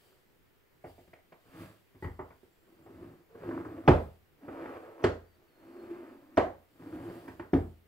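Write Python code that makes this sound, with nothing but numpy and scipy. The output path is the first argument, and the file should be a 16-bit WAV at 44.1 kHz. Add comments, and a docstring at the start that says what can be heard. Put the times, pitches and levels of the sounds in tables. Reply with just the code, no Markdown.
"""A quiet workshop, where a plywood bench vise is worked by hand close under a stereo microphone.
The handle rattles round, the jaw bangs against its stops and a block is set down between the jaws:
each impact excites damped modes of the wood. Sliding on its wooden rails, the jaw is driven by
stick-slip friction. The small room reverberates; hands brush, and faint whistles sound over the air."""
import sys
import numpy as np
from scipy import signal
from scipy.fft import rfft, irfft, next_fast_len
from scipy.io import wavfile
from scipy.ndimage import uniform_filter1d

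SR = 44100
rng = np.random.default_rng(int(sys.argv[2]) if len(sys.argv) > 2 else 0)


def wrap_up_sound(samples):
    """Save the sound to the file named by the first command line argument, as 16-bit audio."""
    columns = np.atleast_2d(samples).T
    # keep every value between -1 and 1, then stretch to whole-number steps
    tamed = np.clip(columns, -1, 1)
    steps = np.round(tamed * 32767).astype(np.int16)
    wavfile.write(sys.argv[1], SR, steps)


N = 347067

# Normal modes of the vise and bench: frequency_hz, level_db, t60_s
VISE_MODES = [(33.6, -18, 0.18), (56, -16, 0.58), (83.1, -12.5, 0.66), (107, -5.5, 0.17), (104, -9.5, 0.36),
              (160.8, -0.5, 0.094), (265, -1, 0.2), (273.3, -11, 0.24), (354.3, 3.5, 0.18),
              (421.7, 5, 0.082), (517.4, 2.5, 0.029), (603, 3, 0.081), (677, 1.5, 0.08), (670, -2, 0.045),
              (750, -7.5, 0.017), (838, -7, 0.09), (884, -7.5, 0.079), (1080, -26, 0.062),
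              (1217, -5.5, 0.076), (1289, -16.5, 0.25), (1640, -25.5, 0.052)]
# Likeness of left and right in the hiss: frequency_hz, coherence
HISS_COHERENCE = [(60, 0.073), (240, 0.21), (950, 0.19), (3770, 0.03), (15000, 1)]
# Strokes of wood on wood; a nearly shut jaw rings lower: scrape_db, rasp_db, rumble_db, from_hz, to_hz,
# glide_middle_s, effort as (time_s, level_db)
STROKES = [(-2, 0.5, -29, 369, 280, 0.34, [(0, -73), (.12, -68), (.22, -82), (.5, -101)]),
           (-0.5, 8.7, 0.5, 314, 380, 1.76, [(1.4, -87), (1.5, -64.5), (1.56, -57), (1.63, -52),
           (1.7, -64.5), (1.82, -99)]), (-6.5, 0.1, -5.5, 324, 335, 2.85, [(2.55, -99), (2.69, -64),
           (2.85, -60.5), (3, -50), (3.13, -54.5), (3.28, -82)]),
           (-6, 0.1, -8.5, 450, 306, 3.44, [(3.28, -75), (3.38, -50), (3.5, -40), (3.66, -45.5),
           (3.77, -46.5), (3.89, -52)]), (-2.5, 0.09, -18, 218, 333, 4.5, [(4.33, -99.5), (4.43, -59.5),
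           (4.46, -56.5), (4.53, -45), (4.57, -44.5), (4.65, -44.5), (4.74, -43), (4.89, -52.5),
           (4.96, -56.5), (5.05, -42.5)]), (-7.5, 3, -18.5, 338, 305, 6.18, [(5.25, -79.5), (5.55, -66),
           (5.63, -56.5), (5.69, -52.5), (5.79, -49.5), (5.84, -43.5), (5.875, -50.5), (5.905, -44),
           (5.95, -49), (6.06, -50.5), (6.09, -50.5), (6.27, -65), (6.39, -57.5)]),
           (-7, 0.7, -7.5, 299, 337, 6.99, [(6.68, -86), (6.8, -59), (6.84, -49.5), (6.91, -50.5),
           (6.96, -43.5), (6.99, -51), (7.045, -40), (7.13, -45.5), (7.18, -48.5), (7.25, -51.5),
           (7.3, -52.5), (7.5, -84.5)])]
# Impacts of each kind: start_s, body_db, thud_db, clack_db, crack_db, tick_db, low_note_db,
# upper_notes_db, ring_factor, pan_db. The levels from thud to upper notes are offsets on the body level.
HANDLE_GRIPPED = [(0.84, -45, -7, 10.5, -10, -61, -6, -3, 1, -0.5),
                  (0.98, -53.5, -16, 7.5, -25, -13, -11, -7, 1, -2),
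                  (1.075, -52.5, -14, -12, -8, -17, 4, -10, 0.47, 1),
                  (1.132, -50.5, -16, 4, 5, -7, -1, 13.5, 0.31, 0),
                  (1.319, -48.5, -39, -35, -2, -20, -1, -3, 0.65, -1)]
HANDLE_SWUNG = [(1.946, -55.5, -3, -11, -10, -30, 3, -5, 1, 0),
                (2.191, -39.5, -10.5, -7, -7.5, -53, 10, 8.5, 0.76, -1.5),
                (2.303, -56.5, -7.5, -18, 1.5, -55, -14, -10, 0.98, 3),
                (2.431, -42.5, -26, -27, -22, -33, -1, -23, 0.29, -6)]
HANDLE_DROPS = [(2.024, -38.5, -5, -5, -13, -29, 4.6, 4.6, 0.51, 0.86),
                (2.042, -36.5, 1.5, -23, -6.5, -36, 8.2, 1.4, 0.71, 1.8)]
JAW_CATCHES = [(2.86, -49.5, -33, 6, -11.5, -37, -5, -6, 0.91, 1),
               (3.352, -40.5, -19, -14, -33, -48, -11, 3, 0.47, 1),
               (3.508, -36.5, -34, -8, -25, -36, -4, 13, 0.62, -0.56),
               (3.576, -26, -25.5, -6.5, -33, -47, 10, 13, 0.18, 1),
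               (3.647, -38, -16, -4, -29, -26, 8, 5.5, 1, 1),
               (4.448, -41, -11.5, 13, -38, -33.5, -16, -5, 0.18, -1.8),
               (4.479, -34, -19, 3, -7.5, -52, -13, -10, 0.67, -1),
               (4.654, -35.5, -15, -1.5, 6, -42, -15, 1, 0.23, .5)]
JAW_SHUTS = [(3.8765, -12, -13, 4, -5, -30, -9.5, -8, 0.38, -0.87),
             (3.883, -9, -8.5, -0.5, -10, -33, 11.5, -2.5, 0.62, -1),
             (6.3718, -22, -38, -2, -2, -19, -9, 6, 0.45, -1.3),
             (6.377, -22, -15.5, 9, -2.5, -26, 10.5, 5, 0.75, -1.1)]
JAW_STOPS = [(5.038, -18, -12.5, -8, -3, -19.5, 12.4, -11, 0.74, -1)]
BLOCK_TAPS = [(7.278, -38, -15.5, -21, -15, -22, 2, -2.9, 0.91, -2),
              (7.395, -37.5, -17, -18.5, -7.5, -28.5, 11, 0.45, 0.69, -1.5)]
BLOCK_LANDS = [(7.532, -11, -12.5, -34, -19.5, -41.5, 6.2, -12.5, 0.67, 0.68)]


def gain_of(db):
    """Amplitude ratio of a level in decibels."""
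    return 10 ** (np.asarray(db) / 20)


def unit_rms(x):
    """Normalisation to a mean power of 1."""
    return x / np.sqrt(np.mean(x ** 2) + 1e-20)


def value_at(points, hz):
    """Interpolation of a spectrum on a log-frequency axis."""
    f, value = np.transpose(points)
    return np.interp(np.log(hz + 1), np.log(f + 1), value)


def add(mix, start_s, sound):
    """Superposition of a sound on the mix."""
    part = mix[..., round(start_s * SR):][..., :sound.shape[-1]]
    part += sound[..., :part.shape[-1]]


def sampled(points):
    """Linear interpolation in time: the start and the value at every sample."""
    times, values = np.transpose(points)
    return times[0], np.interp(np.arange(times[0], times[-1], 1 / SR), times, values)


def drift(length, span):
    """Slow fluctuation: a moving average of noise over span samples, at rms 1."""
    return unit_rms(uniform_filter1d(rng.standard_normal(length), span))


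def coloured(x, spectrum):
    """Spectral shaping of x, at rms 1."""
    hz = np.fft.rfftfreq(len(x), 1 / SR)
    return unit_rms(irfft(rfft(x) * gain_of(value_at(spectrum, hz)), len(x)))


def resonate(x, hz, width_hz):
    """Resonance of gain 1 by heterodyning: shift hz down to zero, smooth, and shift back."""
    carrier = np.exp(2j * np.pi * np.cumsum(hz * np.ones(len(x))) / SR)
    pole = np.exp(-np.pi * width_hz / SR)
    return 2 * (carrier * signal.lfilter([1 - pole], [1, -pole], x / carrier)).real


def stereo_pair(a, b, coherence):
    """Partial coherence: left and right mixed from two independent spectra."""
    return np.array([a, coherence * a + np.sqrt(1 - coherence ** 2) * b])


def hiss(spectrum, coherence, patchy_db):
    """Random-phase stereo noise whose spectrum fluctuates in drifting patches, at rms 1."""
    frames, hz = N // 256 + 5, np.fft.rfftfreq(1024, 1 / SR)
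    a, b, c, d, patches = rng.standard_normal((frames, 513, 5)).T
    patches = unit_rms(uniform_filter1d(uniform_filter1d(patches, 12, 0), 12, 1))
    bands = stereo_pair(a + 1j * b, c + 1j * d, value_at(coherence, hz)[:, None])
    bands *= gain_of(value_at(spectrum, hz)[:, None] + patchy_db * patches)
    return unit_rms(signal.istft(bands, nperseg=1024, noverlap=768)[1][:, :N])


def still_air():
    """Ambient noise floor: steady, broadband and strongest in the bass."""
    # Spectral density of the air: frequency_hz, relative_db
    spectrum = [(15, 3.5), (35, -19), (55, -14.5), (90, -0.5), (250, -9.5), (385, -3), (600, -13),
                (1000, -15.5), (1900, -15), (3000, -21.5), (6500, -31), (10000, -32.5), (15000, -24.5)]
    return gain_of(-67.5) * hiss(spectrum, HISS_COHERENCE, patchy_db=.9)


def whistles():
    """Faint thin tones with random frequency and amplitude modulation."""
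    # One pitch contour for each whistle: time_s, pitch_hz
    contours = [
        [(5.262, 4500), (5.285, 4720), (5.34, 4480), (5.365, 4720)],
        [(5.455, 4750), (5.5, 4400), (5.57, 4250), (5.7, 4380), (5.75, 4560), (5.79, 4220), (5.87, 4370),
         (5.91, 4600)],
        [(2.05, 7500), (2.11, 7450)],
        [(2.21, 7550), (2.26, 7500)],
        [(2.5, 7350), (2.58, 7550), (2.7, 7500)],
        [(2.82, 7400), (2.87, 7400)],
        [(7.16, 4750), (7.22, 4700)],
    ]
    mix = np.zeros(N)
    for contour in contours:
        start_s, hz = sampled(contour)
        wavering_hz = uniform_filter1d(hz, 600) + .008 * hz * drift(len(hz), 300)
        tone = np.sin(2 * np.pi * np.cumsum(wavering_hz) / SR)
        level_db = -81.5 - 1.5 * (hz - 4500) / 1000 + 3 * drift(len(hz), 900)
        add(mix, start_s, gain_of(level_db) * tone * signal.windows.tukey(len(hz), .2))
    return mix


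def rustle():
    """Amplitude-modulated hiss: brushing hands, the fizz of strokes and treble lingering after knocks."""
    # Spectral density of the rustle: frequency_hz, relative_db
    spectrum = [(1500, -9), (3000, 7.5), (4250, 1), (4650, 6), (5050, -0.5), (6700, -5.5), (7500, 1),
                (8500, -2), (15000, -2.5)]
    # Hands and sleeves brushing: peak_s, level_db, rise_db_per_s, fall_db_per_s
    brushes = [(0.06, -73, 10, 76), (0.891, -69.5, 238, 121), (1.01, -77, 206, 76),
               (1.33, -103, 502.5, 100), (1.619, -62.5, 155, 127), (2.035, -67.5, 515, 152),
               (2.45, -78, 5, 36), (7.17, -69.5, 34, 41)]
    fizz_db, fizz_follows = -54.5, 0.43
    linger_db, linger_db_per_s = -55.5, 67
    t = np.arange(N) / SR
    envelope = sum(gain_of(db - np.where(t < peak_s, rise * (peak_s - t), fall * (t - peak_s)))
                   for peak_s, db, rise, fall in brushes)
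    for *_, effort in STROKES:
        start_s, level_db = sampled(effort)
        add(envelope, start_s, gain_of(fizz_db + fizz_follows * level_db))
    for start_s, body_db, *_ in JAW_SHUTS + JAW_STOPS + BLOCK_TAPS + BLOCK_LANDS:
        add(envelope, start_s, gain_of(body_db + linger_db - linger_db_per_s * t[:SR]))
    return envelope * hiss(spectrum, HISS_COHERENCE, patchy_db=1.2)


def room(x):
    """Reverberation: convolution with sparse reflections, each band decaying at its own rate."""
    # Reverberation time: frequency_hz, t60_s
    decay = [(60, 0.61), (250, 0.28), (600, 0.33), (1200, 0.31), (3000, 0.27), (8000, 0.32)]
    # Likeness of the echoes at left and right: frequency_hz, coherence
    coherence = [(100, 0.81), (300, 1), (500, .3), (900, 0.9), (2000, 0.15), (6000, 0.15), (12000, 0.62)]
    build_up_s = .012
    taps = np.zeros((2, SR))
    arrivals = np.arange(150, SR - 20, 20) + rng.integers(0, 20, (2, (SR - 151) // 20))
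    np.put_along_axis(taps, arrivals, rng.choice([-1., 1.], arrivals.shape), 1)
    hz, t, bands = signal.stft(taps, SR, nperseg=512)
    envelope = gain_of(-60 * t / value_at(decay, hz)[:, None]) * (1 - np.exp(-(t / build_up_s) ** 2))
    bands = stereo_pair(*bands, value_at(coherence, hz)[:, None]) * envelope
    # Each band takes the energy of its envelope, so no pitch stands out.
    bands *= (np.linalg.norm(envelope, axis=-1) / np.linalg.norm(bands, axis=-1))[..., None]
    bands *= (hz ** 2 / (hz ** 2 + 170 ** 2))[:, None]  # the echoes carry little bass
    tail = signal.istft(bands, SR, nperseg=512)[1]
    return signal.fftconvolve(x[None], tail / np.linalg.norm(tail[0]), axes=1)[:, :N]


def diffused(sound):
    """Diffusion: the walls receive a knock from all sides as a short puff, its notes run together."""
    blur_hz = 220
    power = uniform_filter1d(abs(rfft(sound)) ** 2, round(blur_hz * len(sound) / SR))
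    pulse = irfft(np.sqrt(power), len(sound))
    return np.roll(pulse, 400)[:800] * np.hanning(800)


def microphone_ports(x):
    """Phase difference between the two ports; the lowest bass is filtered out."""
    # Lag of the right port behind the left: frequency_hz, phase_rad
    lag = [(300, 0.14), (1100, 1.33), (2100, 1.19), (2600, -0.5), (3500, -0.5), (4300, 6), (5500, 5),
           (5900, -15), (7000, 6.5)]
    size = next_fast_len(N)
    rotation = np.exp(-1j * value_at(lag, np.fft.rfftfreq(size, 1 / SR)) * [[0], [1]])
    high_passed = signal.sosfilt(signal.butter(2, 38, "high", fs=SR, output="sos"), x)
    return irfft(rfft(high_passed, size) * rotation, size)[:, :N]


def stroke(scrape_db, rasp_db, rumble_db, from_hz, to_hz, glide_middle_s, effort):
    """Stick-slip friction: uneven slips and fine grain drive the jaw's resonance and the vise's modes."""
    # Spectral density of wood dragged over wood: frequency_hz, relative_db
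    spectrum = [(250, -37), (420, 3), (590, -3), (850, -10.5), (1180, -10.5), (1700, -15), (2600, -23),
                (3300, -32.5), (5000, -39.5), (9000, -58)]
    slips_per_s, glide_s, judder_db, scrape_follows = 220, 0.03, 2.5, 0.78
    start_s, level_db = sampled(effort)
    length, peak_db = len(level_db), level_db.max()
    t = start_s + np.arange(length) / SR
    swell_db = level_db - peak_db + judder_db * drift(length, 1500)  # the grip is uneven
    jaw_hz = from_hz + (to_hz - from_hz) / (1 + np.exp((glide_middle_s - t) / glide_s))
    slipping = rng.random(length) < slips_per_s / SR
    slip_size = gain_of(4.2 * np.minimum(rng.exponential(1, length), 3))
    grain = rng.standard_normal(length)
    force = 0.51 * unit_rms(slipping * slip_size * np.sign(grain)) + 0.87 * grain
    jaw = resonate(resonate(force, jaw_hz, 36), jaw_hz, 120)
    bench_top = resonate(resonate(force, 277.3, 37), 274.3, 170)
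    coupling = 1.6 * np.exp((272 - jaw_hz) / 60)  # the lower the jaw rings, the more it drives the bench
    drag = coloured(force, [(f, db + value_at([(600, 0), (2200, rasp_db)], f)) for f, db in spectrum])
    scrape = drag + 0.17 * sum(resonate(drag, hz, 11 / t60) for hz, _, t60 in VISE_MODES if hz > 450)
    rumble = sum(gain_of(db) * resonate(resonate(force, hz, 5 / t60), hz, 70) * np.sqrt(t60)
                 for hz, db, t60 in VISE_MODES if hz < 210)
    sound = (gain_of(swell_db) * unit_rms(jaw + coupling * bench_top)
             + gain_of(scrape_db + scrape_follows * swell_db) * unit_rms(scrape)
             + gain_of(rumble_db + swell_db) * unit_rms(rumble))
    return start_s, gain_of(peak_db) * sound * signal.windows.tukey(length, .05)


def knock(body_db, thud_db, clack_db, crack_db, tick_db, low_db, upper_db, ring_factor, pan_db,
          rise_ms, note_t60_s, looseness, low_hz, upper_notes):
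    """Impact excitation: damped modes of the vise and its pieces swell and decay over a dry crack."""
    # Centres of thud, body, clack and crack: frequency_hz
    colour_hz = [120, 310, 800, 2500]
    # Plywood modes crowded into a dry noise: frequency_hz, relative_db
    dense_modes = [(250, -26.5), (450, 0.5), (700, -4), (1000, -4), (1600, -8.5), (2300, -16),
                   (3200, -20.5), (5000, -24.5), (8000, -33.5), (15000, -56)]
    t = np.arange(SR // 2) / SR
    mode_hz, mode_db, mode_t60 = np.transpose(VISE_MODES)[:, :, None]
    notes = [(low_hz, low_db)] + [(f, level + upper_db) for f, level in upper_notes]
    note_hz, note_db = np.transpose(notes)[:, :, None]
    colour = list(zip(colour_hz, [thud_db + 15, 0, clack_db, crack_db]))
    hz = np.vstack([mode_hz, note_hz])
    db = np.vstack([mode_db + value_at(colour, mode_hz), note_db])
    t60 = ring_factor * np.vstack([mode_t60, note_t60_s * (600 / note_hz) ** 0.11])
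    # Loose parts keep chattering, so each mode wanders in phase, the high ones most.
    walk = np.cumsum(rng.standard_normal((len(hz), len(t) // 32 + 1)), axis=1)
    chatter = uniform_filter1d(walk.repeat(32, axis=1)[:, :len(t)], 64)
    phase = 2 * np.pi * (hz * t + rng.random((len(hz), 1))) + looseness / 1000 * hz * chatter
    swell = 1 - np.exp(-(t * 1000 / (rise_ms + 600 / hz)) ** 0.9)  # heavy parts start more slowly
    ringing = (gain_of(db - 60 * t / t60) * swell * np.sin(phase)).sum(0)
    hardness = [(2500, 0.0077), (6000, tick_db - crack_db + 10)]  # a harder contact is brighter
    spectrum = [(f, level + value_at(hardness, f)) for f, level in dense_modes]
    noise = coloured(rng.standard_normal(len(t)), spectrum)
    crack = gain_of(crack_db + 6 - 60 * t / (0.12 * ring_factor)) * noise
    contact = 1 - np.exp(-(t * 1000 / (0.8 * rise_ms)) ** 2.6)
    return gain_of(body_db - 3.5) * (ringing + crack * contact) * gain_of([[pan_db / 2], [-pan_db / 2]])


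def scene():
    """Superposition of direct sound, reverberation from three spots, whistles, rustle and still air."""
    # What impacts of a kind share: impacts, rise_ms, base_t60_s (of a 600 Hz note), looseness,
    # low_note_hz, upper notes as (pitch_hz, level_db)
    kinds = [(HANDLE_GRIPPED, 5.6, 0.15, 0.9, 170, [(605, 3), (2050, 0), (2420, -9)]),
             (HANDLE_DROPS, 2.4, 0.23, .3, 99, [(365, 3), (856, -2.5), (1310, -16), (1930, -3.5)]),
             (HANDLE_SWUNG, 3.1, 0.14, 0.61, 380, [(600, -5), (965, -0.5), (1160, -6), (1900, -12)]),
             (JAW_CATCHES, 6.3, 0.085, 0.82, 390, [(685, -11.5), (1100, -2), (1600, -6)]),
             (JAW_SHUTS, 1.44, 0.04, 1.66, 404, [(500, -2), (640, 10), (745, 1.5), (1015, -2.5),
             (1153, -11.5), (1420, -7), (1830, -15.5), (2440, -17)]),
             (JAW_STOPS, 3.4, 0.092, 1.11, 369, [(445, 11), (570, -18), (850, -7), (1590, 4)]),
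             (BLOCK_LANDS, 4.3, 0.14, 0.78, 279, [(506, -1), (725, 3), (865, -4), (1630, -15)]),
             (BLOCK_TAPS, 2.6, 0.11, 0.64, 331, [(750, -15), (970, 2), (1750, 0.5), (2450, -11)])]
    knock_echo_db, stroke_echo_db = -4.5, -3.5
    direct, spots = np.zeros((2, N)), np.zeros((3, N))
    impacts = [row + tuple(shared) for rows, *shared in kinds for row in rows]
    for k, (start_s, *settings) in enumerate(impacts):
        sound = knock(*settings)
        add(direct, start_s, sound)
        add(spots[k % len(spots)], start_s, gain_of(knock_echo_db) * diffused(sound.mean(0)))
    for k, row in enumerate(STROKES):
        start_s, sound = stroke(*row)
        add(direct, start_s, sound)
        add(spots[k % len(spots)], start_s, gain_of(stroke_echo_db) * sound)
    tones = whistles()
    echoes = sum(room(spot) for spot in spots) * gain_of([[-.6], [.6]])
    return microphone_ports(direct + echoes) + tones + still_air() + rustle()


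def record(dry):
    """Band limiting: a linear-phase low-pass filter removes the highest treble."""
    cutoff_hz = 15750
    low_pass = signal.firwin(511, cutoff_hz, window=("kaiser", 9), fs=SR)
    return signal.oaconvolve(dry, low_pass[None], "same")


dry = scene()
out = record(dry)
wrap_up_sound(out)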